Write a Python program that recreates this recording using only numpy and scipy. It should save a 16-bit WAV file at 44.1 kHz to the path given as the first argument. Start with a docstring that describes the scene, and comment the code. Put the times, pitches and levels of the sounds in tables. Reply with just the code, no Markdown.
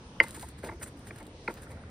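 """A stone pestle knocks and grinds dried chiles in a heavy stone mortar, close by on an open porch.
Each blow rings the stone and, a moment later, the bowl and the wooden board under it.
Dry skins crunch and snap under the pestle, and the porch throws back short reflections.
Far off are an outdoor rumble and a faint insect. The microphone's two ports hear the treble
at different phases."""
import sys
import numpy as np
from scipy import signal
from scipy.fft import rfft, irfft, next_fast_len
from scipy.io import wavfile
from scipy.ndimage import uniform_filter1d

SR = 44100
rng = np.random.default_rng(int(sys.argv[2]) if len(sys.argv) > 2 else 0)


def transcribe(u):
    """Save the signal u as a 16-bit wav file named by the first command-line argument.

    u: samples, shape (n,) or (channels, n), limited to [-1, 1]; the rate is SR.
    q: integer samples, one column per channel.
    """
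    v = np.clip(np.atleast_2d(u).T, -1, 1)
    q = np.round(v * 32767).astype(np.int16)
    wavfile.write(sys.argv[1], SR, q)


N = 83790

# Pestle blows, close to the microphone. Each row: start in seconds, peak levels of stone, bowl and
# board in dB, rattle length in seconds, dulling of the stone in dB per octave.
BLOWS = [(.2015, -1.5, -23, -22, .0006, 0), (.236, -34, -36, -38, .006, 6), (.263, -40, -50, -50, .006, 3),
         (.366, -48, -42, -37, .008, 20), (.425, -44, -37, -46, .018, 24), (.629, -40, -40, -28, .025, 14),
         (.655, -48, -42, -35, .03, 30), (.685, -34, -34, -44, .015, 12), (.708, -42, -42, -44, .03, 22),
         (.812, -39, -48, -46, .022, 22), (.859, -43, -48, -50, .006, 22), (1.07, -46, -54, -56, .004, 5),
         (1.107, -33, -44, -44, .005, 14), (1.2, -45, -44, -48, .028, 24),
         (1.4765, -21, -27, -24, .008, 14), (1.492, -36, -38, -35, .018, 14),
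         (1.668, -45, -52, -54, .005, 26), (1.70, -47, -48, -54, .028, 18), (1.77, -46, -54, -56, .004, 36),
         (1.834, -46, -52, -56, .004, 36)]
# The stone's ring, the bowl's lower tones and the board beneath.
# Each row: frequency in Hz, level in dB, time to fade by 60 dB in seconds.
STONE_MODES = [(1380, -18, .04), (1845, -17, .045), (2075, -7, .045), (2305, -25, .04), (2120, 0, .011),
               (2820, -8, .011), (2068, -29, .17), (1520, -18, .03), (3200, -14, .011), (4850, -25, .03),
               (3900, -29, .014)]
BOWL_MODES = [(655, -3, .06), (905, 0, .085), (1020, -4, .05), (1095, -1, .05)]
BOARD_MODES = [(150, -6, .08), (225, -1, .09), (335, -1, .11), (455, -2, .06), (545, 0, .06)]
# Grit on stone, in the blows and the crunch. Each row: frequency in Hz, level in dB.
GRIT_SPECTRUM = [(500, -8), (1500, 6.5), (3000, -5), (4600, -6), (6000, -14.5), (9000, -25)]
BOWL_LATE_S, BOARD_LATE_S, SHORTEST_T60_S = .0025, .0035, .011
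CONTACT_S, SOFTEN_PER_DB, RATTLE_DB = 4.5e-5, 1.2e-6, -3
STRIKE_SPREAD_DB, DETUNE = 2, .015

def pestle(size=2048):
    """Each blow is a push and a rattle of small contacts that crack grit and ring stone, bowl and board."""
    out, t = np.zeros(N), np.arange(size) / SR
    hardest_db = max(blow[1] for blow in BLOWS)
    stone_hz, _, stone_t60 = np.array(STONE_MODES).T
    bodies = (STONE_MODES, 0), (BOWL_MODES, BOWL_LATE_S), (BOARD_MODES, BOARD_LATE_S)
    for start, *levels_db, rattle_s, dull_db in BLOWS:
        stone_db = levels_db[0]
        cushioned = stone_db < hardest_db  # weaker blows land on pulp
        noise = rng.standard_normal(size)
        contacts = undb(RATTLE_DB) / 6 * noise ** 3 * np.clip(1 - t / rattle_s, 0, 1) ** .5
        contacts[0] = 1  # the push
        grit = conv(noise[::-1] * decay(t, .025), response(GRIT_SPECTRUM))
        add_at_peak(out, conv(grit, contacts), start, stone_db - (12 if cushioned else 24))
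        contact_s = CONTACT_S + SOFTEN_PER_DB * (hardest_db - stone_db)
        pulse_centre = t[48]
        force = conv(contacts, np.exp(-.5 * ((t[:128] - pulse_centre) / contact_s) ** 2))
        scatter = cushioned * rng.standard_normal((3, 16))  # one row a body
        tilts_db = STRIKE_SPREAD_DB * scatter  # each strike point weights the modes differently
        detunes = DETUNE * scatter[:, ::-1]  # pulp and grip shift them a little
        tilts_db[0, :len(stone_hz)] -= dull_db * np.log2(stone_hz / stone_hz[2])
        if cushioned:  # pulp mutes and lowers the stone's short, broad modes
            clack = np.flatnonzero(stone_t60 <= SHORTEST_T60_S)
            tilts_db[0, clack] -= 6
            detunes[0, clack] -= .13
        for (modes, late), db, tilt_db, detune in zip(bodies, levels_db, tilts_db, detunes):
            tone = ring(modes, tilt_db, detune, t60_share=.4 if cushioned else 1)
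            add_at_peak(out, signal.fftconvolve(force, tone), start + late - pulse_centre, db)
    return out


def ring(modes, tilt_db, detune, t60_share, swell_cycles=1.1):
    """A struck body's modes swell and die away, successive ones starting in opposite phase."""
    t = np.arange(12000)[:, None] / SR
    hz, db, t60 = np.array(modes, float).T
    hz = hz * (1 + detune[:len(hz)])
    gain = undb(db + tilt_db[:len(hz)]) * (-1.) ** np.arange(len(hz))
    swell = 1 - np.exp(-(t * hz / swell_cycles) ** 2)
    fade = decay(t, np.maximum(t60 * t60_share, SHORTEST_T60_S))
    return (gain * swell * np.sin(2 * np.pi * hz * t) * fade).sum(axis=1)


# Grinding down in the bowl. Each row: time of the peak in seconds, skin level in dB, grit level in dB,
# rise and fall in seconds from and to CRUNCH_EDGE_DB below the peak.
CRUNCHES = [(0.238, -36.5, -36, 0.015, 0.0086), (0.293, -60, -53.5, 0.13, 0.021),
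            (0.355, -48.5, -49, 0.059, 0.019), (0.432, -48, -51.5, 0.15, 0.065),
            (0.489, -60.5, -64.5, 0.028, 0.031), (0.591, -57.5, -59, 0.023, 0.014),
            (0.641, -51.5, -47.5, 0.029, 0.11), (0.833, -37, -43, 0.025, 0.014),
            (0.876, -48.5, -51, 0.025, 0.034), (.99, -66, -69, 0.065, 0.087),
            (1.073, -52.5, -51.5, 0.019, 0.029), (1.191, -56, -53.5, 0.11, 0.042),
            (1.265, -64, -72, 0.028, 0.028), (1.508, -55, -50.5, 0.062, 0.038),
            (1.57, -66, -54, 0.039, 0.083), (1.623, -53.5, -55, 0.01, 0.036),
            (1.723, -61.5, -67, 0.077, 0.058)]
# Dry skins breaking, bright at close range. Each row: frequency in Hz, level in dB.
SKIN_SPECTRUM = [(1500, -48.5), (4000, -54), (6500, -3.5), (8500, 6), (10000, 2.5), (12000, -18),
                 (14000, -2.5), (16000, -30)]
CRUNCH_EDGE_DB, GRAINS_PER_S, GRAIN_SPREAD_DB = 21.5, 9000, 2.5

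def crunch():
    """Swells of dense, uneven grains: bright breaking skins and duller grit on stone."""
    peak_s, skin_db, grit_db, rise, fall = np.array(CRUNCHES, float).T[:, :, None]
    t = np.arange(N) / SR - peak_s
    swells = undb(-CRUNCH_EDGE_DB * np.where(t < 0, -t / rise, t / fall))
    chance, polarity, strength = rng.random((3, N))
    grains = (chance < GRAINS_PER_S / SR) * np.sign(polarity - .5)
    grains *= undb(-GRAIN_SPREAD_DB * np.log(1 - strength) + 3.5 * flicker(200))
    return sum(unit_rms(conv(grains, response(spectrum))) * (undb(db) * swells).sum(axis=0)
               for spectrum, db in ((SKIN_SPECTRUM, skin_db), (GRIT_SPECTRUM, grit_db)))


# Snaps under the pestle. Each row: start in seconds, peak level in dB.
SNAPS = [(0.235, -39), (0.284, -31.5), (0.3083, -29.5), (0.3963, -30.5), (0.411, -33), (0.4272, -33),
         (0.488, -35.5), (0.829, -36), (1.1857, -38), (1.2288, -39.5), (1.2679, -38), (1.5405, -35),
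         (1.5584, -43.5), (1.62, -40.5), (1.718, -41.5)]
# The colour of one snap, close up. Each row: frequency in Hz, level in dB.
SNAP_SPECTRUM = [(1500, -22), (4200, -4), (6000, -8), (9000, 0), (16000, -12)]

def snaps(t60_s=.0035):
    """Brittle seeds and skins crack one at a time, each a tiny burst of noise."""
    out, t = np.zeros(N), np.arange(700) / SR
    for start, db in SNAPS:
        burst = rng.standard_normal(len(t)) * decay(t, t60_s)
        add_at_peak(out, conv(burst, response(SNAP_SPECTRUM)), start, db)
    return out


# What the porch sends back to the microphone. Each row: frequency in Hz, gain in dB.
PORCH_SPECTRUM = [(2300, -12), (3500, 0), (16000, -3)]

def porch(near, t60_s=.08, level_db=-6):
    """Short, bright reflections of the mortar, different on the left and right."""
    t = np.arange(6000) / SR
    tails = rng.standard_normal((2, len(t))) * decay(t, t60_s) * np.clip(t / .003, 0, 1)
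    echoes = [conv(unit_rms(tail) / np.sqrt(len(t)), response(PORCH_SPECTRUM)) for tail in tails]
    return undb(level_db) * np.array([conv(near, echo) for echo in echoes])


# The open air beyond the porch. Each row: frequency in Hz, level in dB.
AIR_SPECTRUM = [(25, -20.5), (64, -1), (285, -12), (500, -15.5), (1130, -25), (1650, -28.5), (3520, -34.5),
                (6000, -39.5), (9300, -45), (16000, -74)]

def outdoor_air(level_db=-47, flicker_db=2.5):
    """Distant rumble and hiss, flickering separately in each half-octave band."""
    f = np.arange(N // 2 + 1) * SR / N
    hz, db = np.array(AIR_SPECTRUM, float).T
    shape = undb(np.interp(np.log(f + 1), np.log(hz), db))
    spectrum = rfft(rng.standard_normal((2, N))) * shape
    out, half_octaves = 0, 2 * np.log2(f + 1)
    for band in range(8, 29):
        mid, side = irfft(spectrum * np.clip(1 - np.abs(half_octaves - band), 0, 1), N)
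        wide = band < 26  # centred from about 8 kHz up
        out = out + undb(flicker_db * flicker(6)) * stereo(mid, wide * side)
    return undb(level_db) * out / np.sqrt(np.mean(out.mean(axis=0) ** 2))


def insect(hz=9155, width_hz=12, level_db=-78):
    """A thin, wavering trill far off: a very narrow band of noise."""
    band = signal.butter(2, [hz - width_hz / 2, hz + width_hz / 2], "band", fs=SR, output="sos")
    trill = unit_rms(signal.sosfilt(band, rng.standard_normal(N)))
    return trill * undb(level_db + 3 * flicker(8))


def undb(db):
    """Decibels to gain."""
    return 10 ** (np.asarray(db) / 20)


def unit_rms(x):
    """Scale to rms 1."""
    return x / np.sqrt(np.mean(x ** 2))


def decay(t, t60):
    """A fade of 60 dB every t60 seconds."""
    return 1000. ** (-t / t60)


def response(table, size=1024):
    """Causal filter response with the spectrum of (Hz, dB) points."""
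    hz, db = np.array(table, float).T
    f = np.maximum(np.arange(size + 1) * SR / (2 * size), 1)
    cepstrum = irfft(np.interp(np.log(f), np.log(hz), db) * np.log(10) / 20)
    cepstrum[1:size] *= 2
    cepstrum[size + 1:] = 0
    return irfft(np.exp(rfft(cepstrum)))[:size]


def conv(x, h):
    """Convolution cut to the length of x."""
    return signal.fftconvolve(x, h)[:len(x)]


def flicker(rate_hz):
    """Random levels, each held for 1 / rate_hz seconds, then smoothed."""
    hold = int(SR / rate_hz)
    steps = np.repeat(rng.standard_normal(N // hold + 1), hold)
    return unit_rms(uniform_filter1d(uniform_filter1d(steps, hold), hold)[:N])


def add_at_peak(out, x, start_s, peak_db):
    """Mix x into out from start_s, scaled to a peak of peak_db."""
    i = int(start_s * SR)
    out[i:i + len(x)] += undb(peak_db) * x[:N - i] / np.abs(x).max()


def stereo(mid, side):
    """Left and right from mid and side."""
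    return np.array([mid + side, mid - side])


def scene():
    """The mortar up close, the porch around it, the outdoors behind."""
    near = pestle() + crunch() + snaps()
    return near + porch(near) + outdoor_air() + insect()


# The microphone's two ports. Each row: frequency in Hz, phase lead of the left port in radians.
PORT_PHASES = [(600, 0), (1250, -1.5), (2150, 0), (3700, .8), (4700, 0), (16500, -15.5)]

def record(dry, mono_below_hz=1060, top_hz=15900):
    """The microphone: two ports out of phase in the treble, mono bass and a steep top cut."""
    size = next_fast_len(N + 4096)
    f = np.arange(size // 2 + 1) * SR / size
    lead = np.exp(.5j * np.interp(f, *np.array(PORT_PHASES, float).T))
    left, right = rfft(dry, size) * np.array([lead, 1 / lead])
    side = (left - right) / 2 / np.sqrt(1 + (mono_below_hz / (f + 1)) ** 10)
    both = irfft(stereo((left + right) / 2, side), size)[:, :N]
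    return signal.sosfilt(signal.ellip(10, .2, 80, top_hz, fs=SR, output="sos"), both)


dry = scene()
out = record(dry)
transcribe(out)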